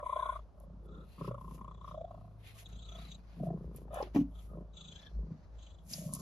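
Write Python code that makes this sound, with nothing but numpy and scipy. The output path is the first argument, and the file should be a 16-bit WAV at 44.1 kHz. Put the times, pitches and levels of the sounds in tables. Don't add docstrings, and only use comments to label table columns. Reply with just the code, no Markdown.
import sys
import numpy as np
from scipy import signal
from scipy.fft import rfft, irfft, next_fast_len
from scipy.io import wavfile
from scipy.ndimage import uniform_filter1d

SR = 44100
rng = np.random.default_rng(int(sys.argv[2]) if len(sys.argv) > 2 else 0)


def output_pcm(signal):
    pcm = np.clip(np.atleast_2d(signal).T, -1, 1) * 32767
    wavfile.write(sys.argv[1], SR, np.round(pcm).astype(np.int16))


N = 273854
T = np.arange(N) / SR
SIZE = next_fast_len(N + SR // 4, True)
HZ = np.fft.rfftfreq(SIZE, 1 / SR)


def amp(db):
    return 10 ** (np.asarray(db) / 20)


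def unit(x):
    return x / np.sqrt(np.mean(np.atleast_2d(x).mean(0) ** 2) + 1e-24)


def read(points):
    hz, value = np.transpose(points)
    return np.interp(np.log(HZ + 1), np.log(hz + 1), value)


def curve(points):
    return np.interp(T, *np.transpose(points))


def level(rows, axis=1):
    rows = np.asarray(rows)
    return amp(np.interp(T, rows[:, 0], rows[:, axis], left=-200, right=-200))


def swells(rows, axis, flat=2.0, rest_db=-200):
    t = T[::64]
    power = np.full(len(t), amp(rest_db) ** 2)
    for row in rows:
        crest, rise, fall = row[:3]
        away = np.maximum((crest - t) / rise, (t - crest) / fall)
        power += amp(row[axis] - 10 * abs(away) ** flat) ** 2
    return np.interp(T, t, np.sqrt(power))


def filtered(x, response):
    return irfft(rfft(x, SIZE) * response, SIZE)[..., :N]


def cavity(modes):
    response = 0
    for hz, width, db in modes:
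        damping = 1j * HZ * width
        response = response + amp(db) * (damping / (hz ** 2 - HZ ** 2 + damping)) ** 3
    return response


def noise():
    return rng.standard_normal(N)


def wobble(per_s):
    return unit(filtered(noise(), np.exp(-(HZ / per_s) ** 2)))


def wavering_tone(turn, width_hz):
    return wobble(width_hz) * np.cos(turn) + wobble(width_hz) * np.sin(turn)


def add(mix, s, sound):
    part = mix[max(round(s * SR), 0):][:len(sound)]
    part += sound[:len(part)]


# frequency in Hz, lead of the left port in radians.
PORT_PHASE = [(20, 0), (300, .04), (900, .15), (2500, .6), (4600, .7), (5700, -.8), (7000, -1.5),
              (8500, -3.1), (9800, -4.5), (11500, -6.1), (13000, -6.5), (15000, -9)]


def direct():
    return np.array([np.ones(len(HZ)), np.exp(-1j * read(PORT_PHASE))])


# frequency in Hz, level in dB before sharing with the direct sound.
SCATTER = [(50, -24.5), (140, -19), (300, -10.5), (1000, 2), (2200, 15), (4500, 2), (7000, -2.5),
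           (8000, -49), (9000, -36), (12000, -10)]


def microphone(scatter_s=0.0052):
    t = T[:4096]
    taps = rng.standard_normal((2, len(t))) * np.exp(-t / scatter_s) * (t > .001)
    taps /= np.linalg.norm(taps, axis=1, keepdims=True)
    scatter = amp(read(SCATTER))
    return (direct() + scatter * rfft(taps, SIZE)) / np.sqrt(1 + scatter ** 2 / 2)


def band_noise(spectrum, lo_hz, hi_hz):
    scatter = amp(read(SCATTER))
    colour = amp(read(spectrum)) / np.sqrt(1 + scatter ** 2 / 2)
    straight = filtered(noise(), colour * direct())
    pair = straight + filtered(np.array([noise(), noise()]), colour * scatter)
    return pair / np.std(filtered(pair.mean(0), (HZ > lo_hz) & (HZ < hi_hz)))


# frequency in Hz, relative level in dB per Hz.
AIR = [(20, -2), (32, 0.5), (45, -1), (75, 13), (130, -5), (250, -10), (600, -11), (1200, -19), (2000, -36),
       (5500, -38.5), (8500, -51.5), (11500, -48.5), (15000, -78)]
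AIR_DB = -60.5


def air(apart=0.81):
    wash = noise() + apart * np.array([noise(), noise()])
    return amp(AIR_DB) * unit(filtered(wash, amp(read(AIR))))


# time in seconds, level in dB before trim.
DRONE = [(0, -53), (.15, -54), (.40, -45.5), (.46, -51.5), (.52, -65), (.59, -52), (.95, -50), (1.13, -55),
         (1.35, -48.5), (2.05, -51), (2.27, -55.5), (2.58, -61), (2.71, -47), (3.12, -48.5), (3.22, -54.5),
         (3.44, -51.5), (3.86, -49), (4.35, -46), (4.68, -50), (4.79, -57), (5.42, -57), (5.57, -46.5),
         (5.80, -57.5), (6.21, -58)]
DRONE_HZ = 53.5
# crest, rise and fall in seconds, level in dB.
OCTAVE = [(2.45, 0.83, 0.36, -58)]


def drone(drone_db=-2.5, octave_db=-17, waver=0.017):
    phase = 2 * np.pi * np.cumsum(DRONE_HZ * (1 + waver * wobble(23.7))) / SR
    low = amp(drone_db + 1.6 * wobble(12)) * level(DRONE)
    octave = amp(octave_db) * low + swells(OCTAVE, axis=3, flat=1.8)
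    return np.sqrt(2) * (low * np.sin(phase) + octave * np.sin(2 * phase))


# crest, rise and fall in seconds, pitch in Hz, level in dB.
THUDS = [(1.311, 0.05, 0.077, 121, -44), (3.67, 0.034, 0.024, 59, -42.5), (5.187, 0.05, 0.073, 53.4, -33.5)]


def thuds():
    out = np.zeros(N)
    for row in THUDS:
        tone = np.sqrt(2) * np.sin(2 * np.pi * row[3] * (T - row[0]))
        out += swells([row], axis=4, flat=1.37) * tone
    return out


# start in seconds, level in dB, contact time in seconds, scrape level in dB.
KNOCKS = [(4.147, -31, 0.001, -40), (4.160, -18, 0.00056, -43.5), (4.17, -24, 0.00038, -64.5),
          (4.187, -21, 0.0018, -58.5), (4.209, -15.5, 0.0035, -60.5)]
# frequency in Hz, level in dB, time to fall by 60 dB in seconds.
BOARD = [(179, -19.5, 0.37), (253, -11.5, 0.18), (280.4, 1, 0.17), (332, -21, 0.055), (403, -28.5, 0.021),
         (657, -20, 0.035), (834, -17.5, 0.089), (1110, -22.5, 0.044), (1260, -45, 0.043)]
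# frequency in Hz, relative level in dB per Hz.
SCRAPE = [(200, 18.5), (700, 23.5), (1300, -3), (2700, 1.5), (4000, -20), (6200, -2.5), (9000, -16),
          (14000, -3.5)]


def knocks(scrape_s=0.019, lowest_hz=150):
    t = T[:SR // 2]
    ring = sum(amp(db - 60 * t / t60) * np.sin(2 * np.pi * hz * t) for hz, db, t60 in BOARD)
    ring = signal.lfilter(*signal.butter(2, lowest_hz, "high", fs=SR), ring)
    blows, grit = np.zeros(N), np.zeros(N)
    for s, db, contact_s, scrape_db in KNOCKS:
        push = np.exp(-(np.pi * (t - contact_s) / contact_s) ** 2)
        add(blows, s, amp(db) * push / push.sum())
        add(grit, s, amp(scrape_db) * np.exp(-t / scrape_s))
    scrape = grit * unit(filtered(noise(), amp(read(SCRAPE))))
    return signal.fftconvolve(blows, ring)[:N] + scrape


# start in seconds, level in dB, pitch in Hz, rise in seconds.
SLIPS = [(3.905, -44.5, 639, 0.0071), (3.930, -37.5, 594, 0.0038), (3.941, -34.5, 643, 0.0022),
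         (3.959, -35.5, 634, 0.0022), (3.97, -33, 635, 0.0033), (3.982, -38, 771, 0.0053),
         (4.002, -29, 545, 0.0032), (4.027, -27.5, 466, 0.0015), (4.035, -47, 388, 0.014),
         (4.071, -48.5, 607, 0.0034)]
# multiple of the pitch, width in Hz, level in dB.
SCUFF_RING = [(1, 40, 0), (1.95, 110, -11), (5.6, 220, -33)]
# crest, rise and fall in seconds, level in dB.
DRAGS = [(3.925, 0.028, 0.02, -71), (3.982, 0.054, 0.027, -52.5)]
# frequency in Hz, width of one pass in Hz, relative level in dB.
DRAG_RING = [(1230, 470, 0), (1600, 210, -4), (2570, 330, -12), (3100, 590, -18), (3570, 340, -9)]
# time in seconds, pitch in Hz, level in dB.
SQUEAK = [(4.002, 700, -63), (4.012, 792, -36), (4.017, 820, -35), (4.027, 867, -48)]


def scuff():
    out, t = np.zeros(N), T[:SR // 8]
    for s, db, hz, rise_s in SLIPS:
        steps = rng.standard_normal((len(SCUFF_RING), len(t)))
        drift = np.cumsum(uniform_filter1d(steps, size=64), axis=1)
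        ring = 0
        for (multiple, width, mode_db), walk in zip(SCUFF_RING, drift):
            phase = 2 * np.pi * hz * multiple * t + np.sqrt(2 * np.pi * width / SR) * walk
            ring = ring + amp(mode_db) * np.sin(phase)
        add(out, s, amp(db) * ring * t / rise_s * np.exp(1 - t / rise_s))
    s, hz, _ = np.transpose(SQUEAK)
    squeak = np.sqrt(2) * np.sin(2 * np.pi * np.cumsum(np.interp(T, s, hz)) / SR)
    drag = unit(filtered(noise(), cavity(DRAG_RING))) * swells(DRAGS, axis=3, flat=3.2)
    return out + drag + level(SQUEAK, axis=2) * squeak


# start in seconds, level before decay in dB, centre in Hz, decay in seconds.
TICKS = [(0.601, -54, 9850, 0.00095), (2.689, -62, 10200, 0.0018), (3.762, -49, 11460, 0.0055),
         (3.944, -38.5, 9000, 0.0011), (3.88, -43, 740, 0.0014), (4.026, -40, 4470, 0.00088),
         (4.281, -57, 1020, .0015), (5.935, -27.5, 5300, 0.001), (6.137, -24.5, 8720, 0.00099),
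         (6.151, -30, 11000, 0.00066)]


def ticks(breadth=0.18):
    out, t = np.zeros(N), T[:3000]
    for s, db, hz, decay_s in TICKS:
        edges = np.clip([hz * (1 - breadth), hz * (1 + breadth)], 100, 20000)
        band = signal.butter(2, edges, "band", fs=SR)
        snap = unit(signal.lfilter(*band, rng.standard_normal(len(t))))
        add(out, s, amp(db) * snap * np.exp(-t / decay_s))
    return out


# time in seconds, lower and upper pitch in Hz.
HOLLOW = [(0.38, 2200, 2990), (1.05, 2623, 3929), (1.18, 2600, 4420), (1.279, 2780, 5150),
          (1.549, 2700, 5290), (1.9, 3300, 5570), (2.42, 2183, 3400), (2.601, 2503, 4010),
          (3.0, 2300, 4360), (3.3, 2400, 4600), (4.0, 2607, 3600), (4.161, 2850, 5550), (4.901, 4120, 5270),
          (5.399, 4540, 5920), (5.919, 2400, 5000), (6.2, 2800, 6370)]


def hollow_ring(mic, lower_width=360, upper_width=640, upper_db=-1):
    s, lower_hz, upper_hz = np.transpose(HOLLOW)
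    ring = 0
    for hz, width, gain in ((lower_hz, lower_width, 1), (upper_hz, upper_width, amp(upper_db))):
        turn = 2 * np.pi * np.cumsum(np.interp(T, s, hz)) / SR
        ring = ring + gain * unit(filtered(wavering_tone(turn, width), mic))
    return unit(ring)


STROKES = [(0.375, 0.05, 0.071, -83, -84, -85), (0.63, 0.045, 0.022, -100, -74.5, -100),
           (0.86, 0.033, 0.011, -111, -76, -100), (1.14, 0.087, 0.12, -93, -72, -74),
           (1.275, 0.17, 0.024, -77.5, -69.5, -69), (1.412, 0.0091, 0.01, -91, -71, -85),
           (1.55, 0.1, 0.048, -87.5, -66.5, -79), (1.89, 0.041, 0.046, -80, -73.5, -68),
           (2.14, 0.055, 0.42, -96, -86, -86), (2.47, 0.041, 0.064, -72, -64.5, -62.5),
           (2.60, 0.039, 0.03, -69, -55.5, -80), (2.70, 0.034, 0.068, -79.5, -77, -85),
           (3.04, 0.12, 0.081, -74.5, -68.5, -64.5), (3.33, 0.13, 0.13, -81, -88, -77.5),
           (3.47, 0.13, 0.023, -107, -73, -100), (3.60, 0.16, 0.32, -90.5, -86, -100),
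           (3.77, 0.02, 0.04, -81.5, -63, -89), (3.96, 0.027, 0.066, -98, -61, -82.5),
           (4.035, 0.026, 0.056, -71.5, -77, -76), (4.16, 0.016, 0.045, -66.5, -68.5, -74),
           (4.41, 0.076, 0.11, -87, -69.5, -92), (5.03, 0.12, 0.12, -79, -83, -71),
           (5.33, 0.1, 0.28, -86.5, -101, -88), (5.64, 0.17, 0.14, -84.5, -90.5, -93),
           (5.92, 0.03, 0.11, -73, -47, -82), (6.04, 0.084, 0.048, -83, -59, -92),
           (6.143, 0.023, 0.038, -96, -52, -98), (6.20, 0.062, 0.046, -90, -55, -94)]
# frequency in Hz, relative level in dB per Hz.
RUB = [(300, -15), (1200, 7), (1850, 16.5), (2500, 18), (3400, 18), (5200, 7.5), (6800, -11.5),
       (8500, -32.5), (12000, -19)]
# frequency in Hz, relative level in dB per Hz.
WHISPER = [(1500, 4), (3200, -10.5), (4500, -4.5), (5700, -8.5), (6500, -7), (8500, -34), (12000, -42)]
# frequency in Hz, relative level in dB per Hz.
SWISH = [(2000, -19.5), (5000, -2.5), (7000, 4), (9000, -3.5), (11300, 4), (12500, -7.5), (14500, -3),
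         (16000, -34)]
# frequency in Hz, relative level in dB per Hz.
FIZZ = [(2000, -20.5), (5000, -8.5), (7000, -7.5), (9000, -1), (11000, 1), (12500, -4), (14000, -4.5),
        (16000, -34.5)]


def stroking(mic, rub_db=-3.0, swish_db=-5.0, grain_db=1.5, patchy_db=1.8, firm_db=-76, brisk_db=-62):
    clumps = unit(amp(grain_db * wobble(540) + patchy_db * wobble(29)))
    force = swells(STROKES, axis=3, flat=1.3)
    speed = swells(STROKES, axis=4, flat=1.22)
    firm, brisk = (speed ** 2 / (speed ** 2 + amp(db) ** 2) for db in (firm_db, brisk_db))
    full, light = band_noise(RUB, 4500, 5700), band_noise(WHISPER, 4500, 5700)
    rub = force * (np.sqrt(firm) * full + np.sqrt(1 - firm) * light)
    rub = rub + swells(STROKES, axis=5, flat=1.2) * hollow_ring(mic)
    fast, slow = band_noise(SWISH, 9500, 14000), band_noise(FIZZ, 9500, 14000)
    swish = speed * (np.sqrt(brisk) * fast + np.sqrt(1 - brisk) * slow)
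    return clumps * (amp(rub_db) * rub + amp(swish_db) * swish)


# first flap in seconds, end in seconds, flaps per second.
RUNS = [(0.000, 0.50, 30.5), (0.547, 1.10, 32.3), (1.1805, 2.45, 30.0), (2.631, 3.20, 30.8),
        (3.297, 4.10, 28.7), (4.319, 4.70, 27.4), (4.738, 5.09, 27.2), (5.116, 5.52, 26.0),
        (5.591, 5.82, 25.7), (5.910, 6.21, 27.3)]
# time in seconds, size of the rebound in dB, its lag in seconds.
REBOUND = [(0, -13, .01), (.13, -15, .009), (.165, -5, .009), (.2, -1, .011), (.23, -10, .01),
           (.29, -16, .011), (1.2, -14, .009), (1.42, -14, .009), (1.5, -3, .009), (1.58, -3, .011),
           (1.61, -16, .01), (1.84, -18, .01), (1.88, -5, .008), (1.91, -20, .012), (3.3, -14, .02),
           (3.5, -5, .022), (3.7, -12, .02), (4.58, -1, .014), (4.8, -12, .014), (5.9, -8, .021),
           (6.2, -2, .021)]


def larynx(jitter_s, uneven_db, lag_spread):
    s = np.concatenate([np.arange(start, end, 1 / rate) for start, end, rate in RUNS])
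    late, size, slow, bounce = rng.standard_normal((400, 4))[:len(s)].T
    when, rebound_db, lag_s = np.transpose(REBOUND)
    first = s + jitter_s * late
    second = first + np.interp(s, when, lag_s) * (1 + lag_spread * slow)
    flaps, rebounds = np.zeros((2, N))
    flaps[np.clip(first * SR, 0, N - 1).astype(int)] = amp(uneven_db * size)
    rebound_size = amp(np.interp(s, when, rebound_db) + uneven_db * bounce)
    rebounds[np.clip(second * SR, 0, N - 1).astype(int)] = rebound_size
    return flaps, rebounds


def puffs(clicks, puff_s):
    return unit(filtered(clicks, np.exp(-(np.pi * HZ * puff_s) ** 2)))


def steadied(x, window_s=0.053):
    size = int(window_s * SR)
    power = uniform_filter1d(uniform_filter1d(np.mean(x ** 2, axis=0), size), size)
    return unit(x / np.sqrt(abs(power) + 0.0097 * power.mean()))


def flapping(clicks, modes, mic, rough, puff_s, leak, delay_s, wander_hz=0., glide=None):
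    gate = puffs(clicks, puff_s)
    rough = np.clip(rough, 0, 1)
    drive = (1 - rough) * unit(clicks) + rough * unit((gate + leak) * noise())
    response = mic * cavity(modes) * np.exp(-2j * np.pi * HZ * delay_s)
    ring = filtered(drive, response)
    if wander_hz:
        shift_hz = wander_hz * wobble(22.92) + (curve(glide) - modes[0][0] if glide else 0)
        turn = 2 * np.pi * np.cumsum(shift_hz) / SR
        ring = ring * np.cos(turn) + filtered(drive, 1j * response) * np.sin(turn)
    return steadied(ring)


def chirping(clicks, glide, mic, puff_s, rough, fuzz_hz, leak, lift_hz=0.):
    gate = puffs(clicks, puff_s)
    shut = np.zeros(N)
    for start, end, rate in RUNS:
        shut += np.sin(np.pi * rate * (T - start)) ** 4 * (T >= start) * (T < end)
    pitch_hz = curve(glide) + lift_hz * shut + .025 * curve(glide) * wobble(25)
    turn = 2 * np.pi * np.cumsum(pitch_hz) / SR
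    tone = np.cos(turn) + rough * wavering_tone(turn, fuzz_hz)
    return steadied(filtered((gate + leak) * tone, mic))


# frequency in Hz, width of one pass in Hz, relative level in dB.
CHEST = [(162.5, 78.6, 4.5), (135.7, 38, -9.5), (262.8, 68, -9)]
# frequency in Hz, width of one pass in Hz, relative level in dB.
WINDPIPE = [(400, 300, 0), (720, 600, -18)]
# crest, rise and fall in seconds,
# chest and windpipe level in dB before trim.
SURGES = [(0.21, 0.33, 0.2, -68.5, -59.5), (0.74, 0.097, 0.051, -48.5, -65.5),
          (0.98, 0.17, 0.091, -48, -71), (1.222, 0.022, 0.024, -34, -36.5), (1.29, 0.033, 0.022, -36, -36),
          (1.50, 0.14, 0.28, -45.5, -54.5), (1.91, .07, 0.2, -50.5, -65), (2.17, 0.028, 0.23, -51, -79),
          (2.78, 0.12, 0.041, -51, -62), (3.05, 0.18, 0.18, -48.5, -65.5), (3.42, 0.032, 0.097, -30, -44.5),
          (3.51, 0.06, 0.095, -33, -40.5), (3.63, 0.061, 0.38, -45.5, -48.5),
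          (4.33, 0.093, 0.18, -59.5, -82), (4.58, .07, 0.061, -41.5, -45.5),
          (4.89, 0.15, 0.098, -50.5, -67), (5.23, 0.11, 0.1, -45, -52.5),
          (5.32, 0.039, 0.044, -37.5, -59.5), (6.07, .13, 0.15, -36.5, -83), (6.20, 0.033, 0.016, -46, -52)]
# crest, rise and fall in seconds, level in dB.
RUSHES = [(0.96, 0.14, 0.09, -58.5), (2.97, 0.14, 0.071, -70), (4.89, 0.13, 0.093, -75)]
REST_CHEST_DB, REST_WINDPIPE_DB = -66, -102


def trunk(clicks, doubled, mic):
    chest = flapping(clicks, CHEST, mic, rough=0.82, puff_s=0.004, leak=0.56, delay_s=0.0017)
    windpipe = flapping(doubled, WINDPIPE, mic, rough=.45, puff_s=.002, leak=.5, delay_s=-.002)
    rush = flapping(clicks, WINDPIPE, mic, rough=1.0, puff_s=.01, leak=3, delay_s=-.002)
    return (amp(-5.0) * chest * swells(SURGES, axis=3, flat=1.23, rest_db=REST_CHEST_DB)
            + amp(-9.0) * windpipe * swells(SURGES, axis=4, flat=1.43, rest_db=REST_WINDPIPE_DB)
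            + rush * swells(RUSHES, axis=3, flat=3.5))


HISSES = [(0.2, 0.068, 0.15, -78, -61.5, -63), (0.29, 0.089, 0.072, -88, -56.5, -84),
          (0.98, 0.11, 0.08, -86.5, -67, -77), (1.28, 0.07, 0.065, -102, -65, -99),
          (1.88, 0.22, 0.23, -85.5, -94, -78), (2.665, 0.014, 0.012, -69, -82, -58.5),
          (2.73, 0.064, 0.082, -70.5, -79, -74), (2.87, 0.1, 0.13, -67.5, -77, -62),
          (2.98, 0.1, 0.1, -70.5, -67, -64), (3.12, 0.036, 0.048, -64.5, -90, -62),
          (4.39, 0.054, 0.037, -77.5, -75.5, -72), (4.54, 0.06, 0.015, -100, -69.5, -100),
          (4.80, 0.05, 0.11, -64.5, -74.5, -59.5), (4.93, 0.13, 0.1, -65.5, -89, -61.5),
          (5.0, 0.065, 0.05, -86, -74, -69), (5.068, 0.03, 0.032, -84, -65.5, -61),
          (5.65, 0.065, .09, -68.5, -100, -69.5), (5.77, 0.048, 0.071, -84, -100, -80)]
# time in seconds, pitch in Hz.
THROAT_GLIDE = [(0.1, 616.3), (0.369, 609), (1.3, 572.4), (1.95, 644.4), (2.15, 676), (3.0, 660),
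                (3.5, 661.6), (4.58, 603.3), (6.1, 631.3)]
# frequency in Hz, width of one pass in Hz, relative level in dB.
PHARYNX = [(1314, 230, 1)]
# time in seconds, pitch in Hz.
PHARYNX_GLIDE = [(0.3, 1436), (0.9, 1336), (4.85, 1276), (4.97, 1630), (5.07, 1730)]


def throat(clicks, doubled, mic, voicing):
    tone = chirping(doubled, THROAT_GLIDE, mic, puff_s=.0042, rough=.38, fuzz_hz=130, leak=.2, lift_hz=-20)
    rasp = flapping(clicks, PHARYNX, mic, rough=1.0, puff_s=.006, leak=2.5, delay_s=-.0014,
                    wander_hz=50, glide=PHARYNX_GLIDE)
    rasp = rasp * swells(HISSES, axis=4, flat=3.2)
    return amp([[-1.2], [1.8]]) * tone * voicing + amp([[1.5], [-.5]]) * rasp


# frequency in Hz, width of one pass in Hz, relative level in dB.
NOSE = [(2685, 970, -1.5), (3683, 1000, 6.5), (6320, 380, 5.5), (7160, 790, 3.5)]
# time in seconds, pitch in Hz.
NOSTRIL_GLIDE = [(0.302, 3548), (1.901, 3574), (2.66, 3760), (2.76, 3606), (2.918, 3600), (3.099, 3850),
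                 (4.399, 3390), (4.76, 3620), (4.922, 3420), (5.09, 3480), (5.63, 3400), (5.8, 3480)]


def nose(clicks, mic):
    hiss = flapping(clicks, NOSE, mic, rough=.95, puff_s=.006, leak=1.1, delay_s=-.001, wander_hz=120)
    nostril = chirping(clicks, NOSTRIL_GLIDE, mic, puff_s=.0055, rough=2.5, fuzz_hz=290, leak=.55)
    nasal = hiss * swells(HISSES, axis=3, flat=2.4) + nostril * swells(HISSES, axis=5, flat=2.4)
    uneven = amp(1.2 * wobble(17))
    return amp([[1.5], [0.]]) * uneven * nasal


# time in seconds, pitch in Hz.
MOUTH_GLIDE = [(0.021, 1072), (0.06, 998), (0.105, 1080), (0.168, 1004), (0.28, 1040), (0.37, 1130),
               (1.251, 1093), (1.551, 1047), (1.9, 1134), (6.2, 1087)]
# frequency in Hz, width of one pass in Hz, relative level in dB.
LIPS = [(2136, 620, 0), (3514, 570, 0.5), (6370, 990, -15.5), (7600, 290, -7), (9020, 1170, 0.5),
        (11400, 2100, -17)]


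def mouth(clicks, doubled, mic, opening, lips_db=-22, forced_db=-43):
    crisp = chirping(doubled, MOUTH_GLIDE, mic, puff_s=.0021, rough=.3, fuzz_hz=200, leak=.13)
    forced = chirping(doubled, MOUTH_GLIDE, mic, puff_s=.0054, rough=.24, fuzz_hz=190, leak=.14, lift_hz=110)
    lips = flapping(clicks, LIPS, mic, rough=1.0, puff_s=0.013, leak=1.0, delay_s=-0.000995)
    effort = opening ** 2 / (opening ** 2 + amp(forced_db) ** 2)
    tone = ((1 - effort) * crisp + effort * forced) * opening
    hiss = amp(lips_db) * lips * np.sqrt(effort) * np.minimum(opening, amp(forced_db))
    return tone, hiss


# frequency in Hz, width of one pass in Hz, relative level in dB.
SNAP = [(1250, 480, 7.5), (1940, 1800, -9.5), (3440, 390, -5), (7100, 2500, -16)]


def wet_snap(clicks, mic, opening, voicing, snap_db=-73):
    snap = flapping(clicks, SNAP, mic, rough=.9, puff_s=.002, leak=.1, delay_s=-.001)
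    return amp(snap_db) * snap * np.tanh(opening / amp(-57) + voicing / amp(-40))


# crest, rise and fall in seconds,
# throat level in dB before trim, mouth level in dB.
RATTLES = [(0.015, 0.027, 0.063, -48, -49), (0.11, 0.066, 0.09, -54.5, -37.5),
           (0.18, 0.051, 0.024, -43, -42), (0.26, 0.084, 0.09, -49.5, -36.5),
           (0.355, 0.017, 0.036, -52.5, -44.5), (0.62, 0.07, 0.11, -64.5, -75.5),
           (1.235, 0.05, 0.059, -72, -53), (1.32, 0.049, 0.054, -49, -50.5),
           (1.43, 0.076, 0.11, -85, -54.5), (1.65, 0.081, 0.1, -69.5, -54), (1.885, 0.088, 0.078, -68, -52),
           (2.01, 0.08, 0.067, -44.5, -81), (2.12, 0.039, 0.048, -53.5, -63.5),
           (2.19, 0.061, 0.12, -62.5, -71), (2.57, 0.022, 0.049, -74, -63),
           (2.97, 0.055, 0.057, -58.5, -71), (3.46, 0.053, 0.078, -44.5, -85),
           (4.58, 0.062, 0.066, -57, -75), (6.03, 0.1, 0.14, -56.5, -81), (6.19, 0.095, 0.092, -81, -59.5)]
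REST_THROAT_DB, REST_MOUTH_DB = -75.5, -85.5


def purr(mic, muffle_hz=1850):
    clicks, rebounds = larynx(jitter_s=.0006, uneven_db=1.2, lag_spread=.15)
    doubled = clicks + rebounds
    opening = swells(RATTLES, axis=4, flat=3.54, rest_db=REST_MOUTH_DB)
    voicing = swells(RATTLES, axis=3, flat=2.05, rest_db=REST_THROAT_DB)
    mouth_tone, lip_hiss = mouth(clicks, doubled, mic, opening)
    body = trunk(clicks, doubled, mic) + throat(clicks, doubled, mic, voicing) + mouth_tone
    muffled = filtered(body, 1 / (1 + (HZ / muffle_hz) ** 14))
    return muffled + nose(clicks, mic) + lip_hiss + wet_snap(clicks, mic, opening, voicing)


def scene():
    cat, hand = microphone(), microphone()
    deck = filtered(drone() + thuds() + knocks() + scuff(), cat)
    touch = filtered(ticks(), hand) + stroking(hand)
    return air() + deck + touch + purr(cat)


EDGE_HZ = 15700


def record(dry, treble_hz=13600):
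    heard = filtered(dry * amp([[.4], [-.4]]), 1 / (1 + (HZ / treble_hz) ** 20))
    lowpass = signal.firwin(511, EDGE_HZ, window=("kaiser", 9), fs=SR)
    return signal.oaconvolve(heard, lowpass[None], "same", axes=1)


dry = scene()
out = record(dry)
output_pcm(out)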